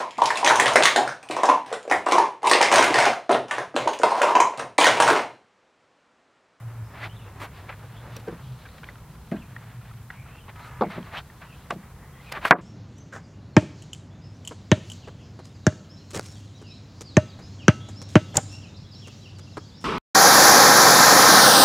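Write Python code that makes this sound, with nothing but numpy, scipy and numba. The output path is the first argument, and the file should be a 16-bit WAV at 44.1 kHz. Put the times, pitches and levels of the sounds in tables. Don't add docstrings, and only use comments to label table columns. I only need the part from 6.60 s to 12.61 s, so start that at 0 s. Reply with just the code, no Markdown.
import sys
import numpy as np
from scipy import signal
from scipy.fft import rfft, irfft
from scipy.io import wavfile
from scipy.ndimage import uniform_filter1d
from numba import njit

SR = 44100
rng = np.random.default_rng(int(sys.argv[2]) if len(sys.argv) > 2 else 0)


def wav_record(signal):
    frames = np.transpose(np.atleast_2d(signal))
    bounded = np.clip(frames, -1, 1)
    quanta = np.round(bounded * 32767).astype(np.int16)
    wavfile.write(sys.argv[1], SR, quanta)


def decibels_to_gain(level_db):
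    exponent = np.asarray(level_db, float) / 20
    return 10 ** exponent


N = 265108
T = np.arange(N) / SR


def unit(x):
    return x / np.sqrt(np.mean(x ** 2))


def peak(x):
    return x / np.abs(x).max()


def curves(rows):
    s, *columns = np.transpose(rows)
    return [np.interp(T, s, c) for c in columns]


def over_log_hz(hz, points):
    table_hz, table_db = np.transpose(points)
    return np.interp(np.log(hz), np.log(table_hz), table_db)


def colour(points):
    hz = np.maximum(np.fft.rfftfreq(N, 1 / SR), 1)
    spectrum = rfft(rng.standard_normal(N)) * decibels_to_gain(over_log_hz(hz, points))
    return unit(irfft(spectrum, N))


def band(x, lo_hz, hi_hz, order=2):
    return unit(signal.sosfilt(signal.butter(order, [lo_hz, hi_hz], "band", fs=SR, output="sos"), x))


def walk(rate):
    k = int(SR / rate)
    steps = np.repeat(rng.standard_normal(N // k + 1), k)
    return 1.47 * uniform_filter1d(uniform_filter1d(steps, k), k)[:N]


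@njit
def svf(x, hz, width):
    y, b, l = np.empty(len(x)), 0., 0.
    for i in range(len(x)):
        g, k = np.tan(np.pi * hz[i] / SR), width / hz[i]
        v = (b + g * (x[i] - l)) / (1 + g * (g + k))
        b, l, y[i] = 2 * v - b, l + 2 * g * v, k * v
    return y


def add(out, s, x):
    i = int(s * SR)
    out[i:i + len(x)] += x[:N - i]


# (frequency [Hz], t60 [s], level [dB])
PILE = [(173.3, 0.24, 1.5), (198.8, 0.17, 3), (237.3, 0.17, -0.5), (326, 0.066, 5), (362, 0.044, -1)]


def pile_boom(t):
    boom = sum(decibels_to_gain(db) * np.exp(-np.log(1000) * t / t60) * np.sin(2 * np.pi * hz * t) for hz, t60, db in PILE)
    return peak(boom * (1 - np.exp(-t / 0.0011)))


def knock(blows, modes, crowd_db, dense_db, t60_1k, crack_db, rise_ms, first):
    out, t = np.zeros(N), np.arange(int(.35 * SR)) / SR
    hz, width, db = np.transpose(modes)[:, :, None]
    width = np.maximum(width, .025 * hz)
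    strong = decibels_to_gain(db) * width * np.exp(-np.pi * width * t) * np.sin(2 * np.pi * hz * t)
    crowd_hz = (180 * 2 ** ((np.arange(120) + rng.random(120)) / 21))[:, None]
    rate = np.log(1000) * (crowd_hz / 1000) ** 0.67 / t60_1k
    size = decibels_to_gain(over_log_hz(crowd_hz, crowd_db)) * np.sqrt(crowd_hz * rate)
    crowd = size * np.exp(-rate * t) * np.sin(2 * np.pi * crowd_hz * t)
    boom = pile_boom(t)
    for s, blow_db, contact_ms, rattle_ms, boom_db in blows:
        push = np.hanning(int(contact_ms * SR / 1000) + 2)[1:-1]
        rattle = rng.standard_normal(len(t)) * np.exp(-1000 * t / rattle_ms)
        rattle *= np.minimum(1000 * t / rise_ms, 1)
        rattle[int(rise_ms * SR / 1000)] += first
        strong_share = decibels_to_gain(2 * rng.standard_normal(len(strong)))
        crowd_share = np.tanh(2 * rng.standard_normal(len(crowd)))
        body = peak(strong_share @ strong) + decibels_to_gain(dense_db) * peak(crowd_share @ crowd)
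        force = np.convolve(rattle, push)[:len(t)]
        y = peak(signal.fftconvolve(force, body)[:len(t)]) + decibels_to_gain(boom_db) * boom
        crack = peak(band(rattle * np.exp(-t / 0.0014), 2500, 9000))
        y += decibels_to_gain(crack_db) * (0.12 / contact_ms) * crack
        add(out, s + 0.000956, decibels_to_gain(blow_db) * y)
    return out


# blows (time [s], level [dB], contact [ms], rattle [ms], pile boom [dB]);
# strong modes (frequency [Hz], width [Hz], level [dB]); crowd of weak modes (frequency [Hz], level [dB per Hz])
SLAP_BLOWS = [(5.908, 11.5, 0.31, 3.4, -17), (5.9125, 3, 0.31, 2.3, -37), (5.916, 5, 0.3, 2.1, -26),
              (5.9215, 8.5, 0.56, 0.71, -31), (5.936, -20, 0.24, 2.5, -27), (5.95, -10.5, 1, 10, -17),
              (5.985, -19, 1, 17, 3)], [(716, 12, 3.5), (853, 19, -9), (985, 25, 5), (1152, 20, 7.5),
              (1440, 37, -4), (1650, 105, 7), (1923, 42, 9), (2220, 50, -5.5)], [(120, -45), (200, -12.5),
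              (388, -12), (677, -7.5), (1260, -4), (1660, 1), (2440, -10.5), (8000, -47), (10400, -74),
              (17600, -120)]


def slap():
    return knock(*SLAP_BLOWS, dense_db=-1.3, t60_1k=0.056, crack_db=-50.5, rise_ms=0.24, first=12.0)


EDGE_BLOWS = [(5.769, -24, 0.97, 4.2, -23), (5.848, -8, 0.31, 1.2, -40)], [(376, 32, -1), (620, 53, -25),
              (1093, 77, 9), (1700, 110, 3), (2560, 230, 0.5)], [(120, -33), (200, -26), (617, 4.5),
              (908, -12), (1140, 10), (1560, 9), (8000, -27), (10400, -64), (17600, -120)]


def edge_landing():
    return knock(*EDGE_BLOWS, dense_db=-5.5, t60_1k=0.068, crack_db=-25, rise_ms=2.43, first=12.0)


SEAT_BLOWS = [(4.208, -11.5, 0.23, 4.2, -9.5), (4.217, -11, 0.24, 2.2, -11.5),
              (4.231, -17.5, 0.22, 2.1, -6.5), (4.246, -33, 1, 1.3, 0), (4.261, -36.5, 0.72, 3.2, 13.5),
              (4.36, -39, 0.48, 4.1, 6.5), (4.377, -26.5, 0.61, 1.7, 4)], [(640, 74, 0), (890, 55, 1),
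              (1130, 48, -4), (1430, 120, -31), (2050, 120, -26), (2750, 250, -32), (3500, 300, -30),
              (4360, 300, -33)], [(120, -33), (200, -5.5), (929, -2), (1060, -9), (1200, -10),
              (1600, -19.5), (2580, -43), (3600, -28.5), (4600, -28), (6500, -74), (11000, -120)]


def seating():
    return knock(*SEAT_BLOWS, dense_db=1.3, t60_1k=0.059, crack_db=-28, rise_ms=1.967, first=7.3)


TAP_BLOWS = [(5.101, -26.5, 0.098, 3.5, -24), (5.104, -14, 0.1, 2.4, -22), (5.125, -38, 0.36, 3.4, 8),
             (5.16, -44.5, 0.29, 3, 15.5)], [(374, 39, 7), (1187, 90, 7.5), (1750, 130, -3.5),
             (2490, 110, -7.5), (3330, 200, -12)], [(120, -35), (200, -22), (617, 7), (908, -10),
             (1140, -2), (1700, -7), (8000, -27), (12000, -48)]


def tap():
    return knock(*TAP_BLOWS, dense_db=-3, t60_1k=0.07, crack_db=-15.5, rise_ms=2.21, first=13.0)


DROP_BLOWS = [(2.714, -29, 0.09, 2.5, -18), (2.7178, -19, 0.75, 3.9, 2), (2.7205, -29, .12, 7, -17),
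              (2.732, -38, .2, 5, -10), (2.739, -33.5, 0.4, 3.7, 10), (2.755, -44, .2, 12, -10),
              (2.779, -49, 0.15, 5.8, 4)], [(654, 32, 28), (780, 31, 16), (1200, 130, 6.1), (1610, 40, 16),
              (1880, 45, 7), (2100, 50, 6), (2340, 55, 5), (2580, 60, 4)], [(120, -19), (200, 5.5),
              (520, -8), (801, -8), (1030, -23), (1700, -13), (5000, -37), (6500, -85), (11000, -120)]


def drop_landing():
    return knock(*DROP_BLOWS, dense_db=2.0, t60_1k=0.098, crack_db=-14, rise_ms=0.6, first=4.7)


LIFT_BLOWS = [(1.562, -36.5, 0.18, 19, -1), (1.671, -23, 0.62, 7.2, -16.5), (1.682, -26.5, 0.16, 10, -3),
              (1.724, -35.5, 0.31, 3.7, 6.5), (1.754, -45, 0.2, 3.8, -7)], [(468, 26, 1.5), (1570, 26, -14),
              (1780, 37, -20)], [(120, -44), (200, -28.5), (461, 2), (587, -12), (1570, -22), (5000, -43),
              (6500, -75), (11000, -120)]


def lifting():
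    return knock(*LIFT_BLOWS, dense_db=1.24, t60_1k=0.034, crack_db=-10, rise_ms=0.72, first=6.7)


def contact_gains(base_db, bright_db):
    flat = 0 * bright_db
    return decibels_to_gain(np.array([flat, base_db[0] + flat, base_db[1] + bright_db, base_db[2] + 0.66 * bright_db]))


def swells(rows, base_db):
    out = np.zeros((4, N))
    for s, db, swell, fade, bright_db in rows:
        away = np.where(T < s, np.abs((s - T) / swell) ** 1.7, np.abs((T - s) / fade) ** 2.4)
        out += contact_gains(base_db, bright_db)[:, None] * decibels_to_gain(db - 20 * away)
    return out


# (peak time [s], level [dB], swell over 20 dB [s], fade over 20 dB [s], brightness [dB])
SHOVES = [(.35, -50.5, 0.04, 0.12, -16), (.452, -39.5, 0.082, 0.033, 2.5), (1.57, -58, 0.059, 0.011, 16),
          (3.89, -45.5, 0.0094, 0.024, -27), (4.305, -46, 0.019, 0.037, 1), (4.335, -50, 0.033, 0.04, -2),
          (4.37, -45.5, 0.066, 0.03, -9), (4.48, -56, 0.037, 0.074, -18),
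          (4.555, -37.5, 0.046, 0.026, -3.5), (4.582, -37, 0.024, 0.029, 4),
          (4.825, -50.5, 0.022, 0.076, -18), (5.25, -62, 0.08, 0.067, -20), (5.724, -50, 0.014, 0.016, 0),
          (5.745, -52, 0.024, 0.041, 4), (5.768, -35.5, 0.055, 0.03, -13), (5.85, -34.5, 0.037, 0.061, 1),
          (5.99, -37.5, .05, .05, -11)]
# (rumble [dB], grit [dB], dust [dB])
SHOVE_DB = (-11, -13.5, -24.5)


def shoves():
    return swells(SHOVES, SHOVE_DB)


SWEEPS = [(.803, -43, 0.0045, 0.045, 1), (.836, -40.5, 0.038, 0.031, 3), (.858, -51, 0.02, 0.031, -9),
          (1.6, -63, 0.013, 0.02, 18), (4.08, -69, 0.021, 0.0076, 23), (5.725, -34.5, 0.0072, 0.0035, 11),
          (5.866, -31.5, .03, 0.014, -9), (5.855, -42, .004, .005, 14), (5.13, -58, .015, .03, 15),
          (5.882, -44, .03, 0.01, 11), (5.907, -46, 0.01, 0.0044, -6), (5.897, -55, 0.022, .015, -9)]
# (rumble [dB], grit [dB], dust [dB])
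SWEEP_DB = (-10, -19, -14)


def sweeps():
    return swells(SWEEPS, SWEEP_DB)


BRUSHES = [(.98, -54, 0.052, 0.053, 12.5), (1.098, -40.5, 0.022, 0.021, -20),
           (1.125, -45, 0.02, 0.027, -16), (2.06, -56, 0.021, 0.019, 1), (2.175, -75, 0.019, 0.022, 22),
           (2.765, -48, .02, 0.014, -4), (2.89, -64, 0.04, 0.32, 0), (3.11, -56.5, 0.21, 0.11, 3),
           (3.23, -56.5, .04, 0.23, 6), (3.31, -62, 0.051, 0.011, -3), (3.53, -54.5, 0.038, 0.076, -3),
           (3.69, -55, 0.093, 0.12, -9), (3.97, -56, 0.029, 0.32, 3), (4.06, -56.5, 0.21, 0.041, 3),
           (4.16, -58, 0.099, 0.32, -8), (5.64, -60.5, 0.063, 0.2, 18)]
# (rumble [dB], grit [dB], dust [dB])
BRUSH_DB = (-27, -18, -27)


def brushes():
    return swells(BRUSHES, BRUSH_DB)


# (time [s], pressure [dB], brightness [dB])
RUB = [(0, -59.5, -19), (.3, -58, -26), (.5, -59, -9), (.72, -58.5, -4), (1.2, -57.5, 5), (1.8, -55, 3),
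       (1.84, -63, 16.5), (2.3, -60, 11), (2.42, -64.5, 8), (2.7, -67, 17), (2.76, -60, 7),
       (3.35, -74.5, 5), (3.47, -67, 9), (3.56, -67.5, 8), (4.45, -56.5, 6), (4.66, -66.5, 13),
       (5.0, -62, 11), (5.7, -63, -7)]
# (rumble [dB], grit [dB], dust [dB])
RUB_DB = (5, -16, -20)


def creeping():
    db, bright_db = curves(RUB)
    return decibels_to_gain(db) * contact_gains(RUB_DB, bright_db)


# (frequency [Hz], width [Hz], level [dB])
RASP = [(970, 18, 15), (1250, 120, 7.5), (1700, 11, 8), (2050, 8.9, 10)]


def drag():
    press, low, grit, dust = creeping() + shoves() + brushes() + sweeps()
    grains = rng.standard_normal(N) * decibels_to_gain(2.6 * np.minimum(rng.exponential(size=N), 5))
    grains *= decibels_to_gain(1.5 * walk(120))
    rings = sum(decibels_to_gain(db) * svf(grains, np.full(N, 1. * hz), 1. * width) for hz, width, db in RASP)
    humming = uniform_filter1d(1. 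* ((T > 3.95) & (T < 4.2)), size=1500)
    body = band(grains, 594, 2180, order=3) * (1 - .5 * humming)
    body += decibels_to_gain(-0.5) * humming * unit(rings)
    rumble = decibels_to_gain(2.0 * walk(40)) * band(rng.standard_normal(N), 212, 1430)
    grit_noise = band(grains, 2200, 4500, order=3)
    smeared = signal.lfilter([1], [1, -0.5], grains)
    dust_noise = band(smeared, 4000, 16000)
    return press * body + low * rumble - grit * grit_noise + dust * dust_noise


def wandering_bands(tracks, width):
    out, air = np.zeros(N), rng.standard_normal(N)
    wobble = 1 + width / 15000 * walk(25)
    for rows in tracks:
        hz, db = curves(rows)
        on = uniform_filter1d(1. * ((T > rows[0][0]) & (T < rows[-1][0])), size=600)
        flutter = decibels_to_gain(2 * walk(45))
        narrow = svf(svf(air, hz * wobble, 1. * width), hz * wobble, 1.3 * width)
        out += on * decibels_to_gain(db) * flutter * unit(narrow)
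    return out


# (time [s], frequency [Hz], level [dB])
AIR_GAPS = [
    [(1.82, 3130, -63), (1.88, 3170, -66), (1.95, 3070, -76)],
    [(4.86, 2560, -70), (4.95, 2950, -62), (5.05, 3520, -68)],
    [(1.088, 2230, -52), (1.105, 2220, -60), (1.113, 2250, -60), (1.125, 2190, -43), (1.138, 2250, -58)],
    [(1.95, 4260, -72), (2.05, 3620, -67), (2.2, 4130, -71)],
    [(3.97, 3500, -72), (4.03, 3970, -57), (4.09, 4400, -74)],
    [(1.33, 2700, -66), (1.38, 3240, -58), (1.42, 3500, -64)],
    [(.24, 5100, -71), (.3, 5300, -72), (.36, 5000, -70)],
    [(.52, 3500, -72), (.6, 3560, -64), (.72, 3500, -70)],
    [(.39, 1600, -51), (.44, 2000, -36), (.465, 2300, -51)],
    [(4.53, 2000, -52), (4.56, 2200, -45), (4.585, 3300, -38), (4.6, 3400, -50)],
]


def air_gaps():
    return wandering_bands(AIR_GAPS, 600)


# (time [s], frequency [Hz], level [dB])
SQUEAKS = [
    [(.49, 3000, -58), (.52, 3150, -59), (.56, 3200, -67)],
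    [(.49, 2500, -63), (.53, 2500, -66)],
    [(.56, 3800, -61), (.59, 3150, -61), (.61, 2750, -58), (.635, 2730, -60), (.7, 2900, -72)],
    [(2.75, 2300, -58), (2.77, 2700, -61), (2.79, 3400, -61), (2.815, 2800, -58), (2.825, 2610, -51),
     (2.84, 2400, -62), (2.89, 2960, -70)],
    [(3.53, 2400, -62), (3.56, 2350, -57), (3.6, 2420, -55), (3.64, 2350, -60), (3.68, 2670, -57),
     (3.75, 2770, -60.5), (3.8, 2700, -55)],
    [(3.66, 2900, -68), (3.72, 3000, -65), (3.78, 3160, -65), (3.86, 3100, -66)],
    [(4.225, 2120, -46), (4.24, 2240, -44), (4.26, 2050, -51), (4.29, 2100, -50)],
    [(4.86, 2800, -68), (4.9, 2800, -61), (4.93, 2580, -59), (4.96, 2700, -64)],
    [(5.37, 1750, -72), (5.43, 1950, -54), (5.47, 2050, -65), (5.51, 2050, -62), (5.56, 2000, -62),
     (5.63, 2050, -56)],
    [(5.53, 3300, -71), (5.57, 3250, -65), (5.63, 3250, -72)],
    [(5.66, 2550, -52), (5.68, 2480, -55), (5.71, 2390, -51)],
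]


def squeaks():
    return wandering_bands(SQUEAKS, 260)


# (multiple of its pitch, level [dB])
STRIP = [(.47, 1), (.75, 5), (1.001, 14.5), (1.09, 4), (1.82, -8)]


def snaps(rows, click_hz):
    out, t = np.zeros(N), np.arange(int(.06 * SR)) / SR
    for s, db, hz, t60, click_db in rows:
        fade = np.exp(-np.log(1000) * t / t60) * np.minimum(t / 0.0026, 1)
        tone = peak(sum(decibels_to_gain(d) * np.sin(2 * np.pi * k * hz * t) for k, d in STRIP))
        click = band(rng.standard_normal(len(t)), *click_hz, order=3)
        add(out, s, decibels_to_gain(db) * fade * (3.8 * tone + decibels_to_gain(click_db) * click))
    return out


# (time [s], level [dB], pitch [Hz], t60 [s], click [dB])
TICKS = [(1.56, -41, 1200, 0.015, -7), (1.566, -46, 1220, 0.021, 6.5), (2.053, -44, 1600, 0.036, -4),
         (1.0905, -39, 2250, 0.033, 3), (2.066, -46, 1500, .03, -3), (2.06, -47, 2320, .03, -5),
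         (2.088, -43, 3800, 0.014, 6), (2.232, -38, 1530, 0.025, 0), (2.2408, -43, 2400, 0.014, 15),
         (2.2876, -27.5, 1990, 0.015, -13), (2.298, -44, 1700, 0.02, 0), (2.3555, -38, 1380, 0.015, 1),
         (2.552, -44, 1340, 0.011, -5), (2.18, -48, 1900, .03, 6), (2.9635, -28, 1865, 0.019, -12.5),
         (3.212, -45, 1390, 0.02, -16), (3.312, -39.5, 1310, 0.017, -23), (3.502, -29.5, 1926, 0.025, -10),
         (3.503, -33, 1660, 0.02, -11), (3.662, -45, 1380, 0.02, -11), (3.881, -38, 980, 0.018, -4.5),
         (3.894, -38, 1960, 0.016, -28), (4.366, -45, 2980, 0.014, 6), (4.4273, -40, 3200, 0.014, 6),
         (4.4488, -55, 1200, .015, 6), (4.7, -36, 1840, 0.013, -23), (4.816, -46.5, 1570, 0.059, 1),
         (5.059, -49, 2050, 0.02, -15), (5.233, -47, 1940, 0.02, -17)]


def strip_ticks():
    return snaps(TICKS, (420, 2900))


# (time [s], level [dB], pitch [Hz], t60 [s], click [dB])
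GRIT_CRACKS = [(1.5645, -37.5, 3000, 0.011, 6), (1.5655, -30.5, 5700, 0.011, 1),
               (5.721, -32, 2060, 0.026, -5.5), (5.722, -35, 5010, 0.02, -18),
               (5.848, -20, 2880, 0.012, -20), (5.852, -43, 8300, 0.028, 0), (5.853, -39, 10200, 0.018, 2)]


def grit_cracks():
    return snaps(GRIT_CRACKS, (1500, 15500))


# (time [s], frequency [Hz], level [dB])
DRONES = [
    [(0, 117, -39), (.2, 110.5, -37.5), (1.0, 104, -44.5), (1.55, 114.8, -45), (1.8, 103.4, -52.5),
     (2.8, 114, -54), (3.25, 112.3, -41.5), (3.45, 111.7, -50.5), (6.01, 103.3, -63)],
    [(0, 116, -85), (1.75, 130.7, -46.5), (1.9, 129, -39.5), (2.1, 122.8, -53), (3.3, 126.5, -49),
     (4.0, 122.2, -50), (4.4, 132, -50), (4.7, 132.4, -54), (6.01, 131, -53.5)],
]


def drones():
    out = np.zeros(N)
    for rows in DRONES:
        hz, db = curves(rows)
        out += decibels_to_gain(db) * unit(svf(svf(rng.standard_normal(N), hz, 7.7), hz, 25.0))
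    return out


# (frequency [Hz], level [dB per Hz])
WOODS = [(13, -50), (22, -10), (65, 2.5), (125, -2), (146, 0.5), (228, -10), (325, -18.5), (497, -18.5),
         (568, -25), (1010, -18.5), (1480, -25), (4500, -46.5), (5850, -100), (9900, -120)]


def woods():
    return decibels_to_gain(-46 + .5 * walk(2.42)) * colour(WOODS)


def scene():
    boards = slap() + edge_landing() + seating() + tap() + drop_landing() + lifting()
    boards = signal.sosfilt(signal.butter(3, 120, "high", fs=SR, output="sos"), boards)
    friction = drag() + air_gaps() + squeaks()
    small = strip_ticks() + grit_cracks()
    return np.tile(boards + friction + small + drones() + woods(), (2, 1))


# (frequency [Hz], level [dB per Hz])
HISS = [(1500, -9.5), (2500, -8), (3500, -7), (5000, -5.5), (9000, -5.5), (12000, -5.5), (15800, -6.5)]


def microphone_hiss():
    return decibels_to_gain(-59) * np.array([colour(HISS), colour(HISS)])


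@njit
def follow(x, attack, release):
    y, e = np.empty(len(x)), 0.
    for i in range(len(x)):
        e += (x[i] - e) * (attack if x[i] > e else release)
        y[i] = e
    return y


def gain_control(x):
    top, attack_s, release_s, squeeze = 0.17, 0.0099, 2.2, 0.92
    e = follow(np.abs(x).mean(axis=0), 1 / (attack_s * SR), 1 / (release_s * SR))
    return x * (top / np.maximum(e, top)) ** squeeze


def roll_off(x):
    return signal.sosfilt(signal.butter(12, 15900, fs=SR, output="sos"), x)


def record(dry):
    capsule_gain = decibels_to_gain(np.array([[.05], [-.05]]))
    x = signal.sosfilt(signal.butter(2, 35, "high", fs=SR, output="sos"), dry) * capsule_gain
    x = x + microphone_hiss()
    x = np.clip(gain_control(x), -1, 1)
    x = signal.sosfiltfilt(signal.ellip(8, .1, 50, 15850, fs=SR, output="sos"), x)
    return roll_off(x)


dry = scene()
out = record(dry)
wav_record(out)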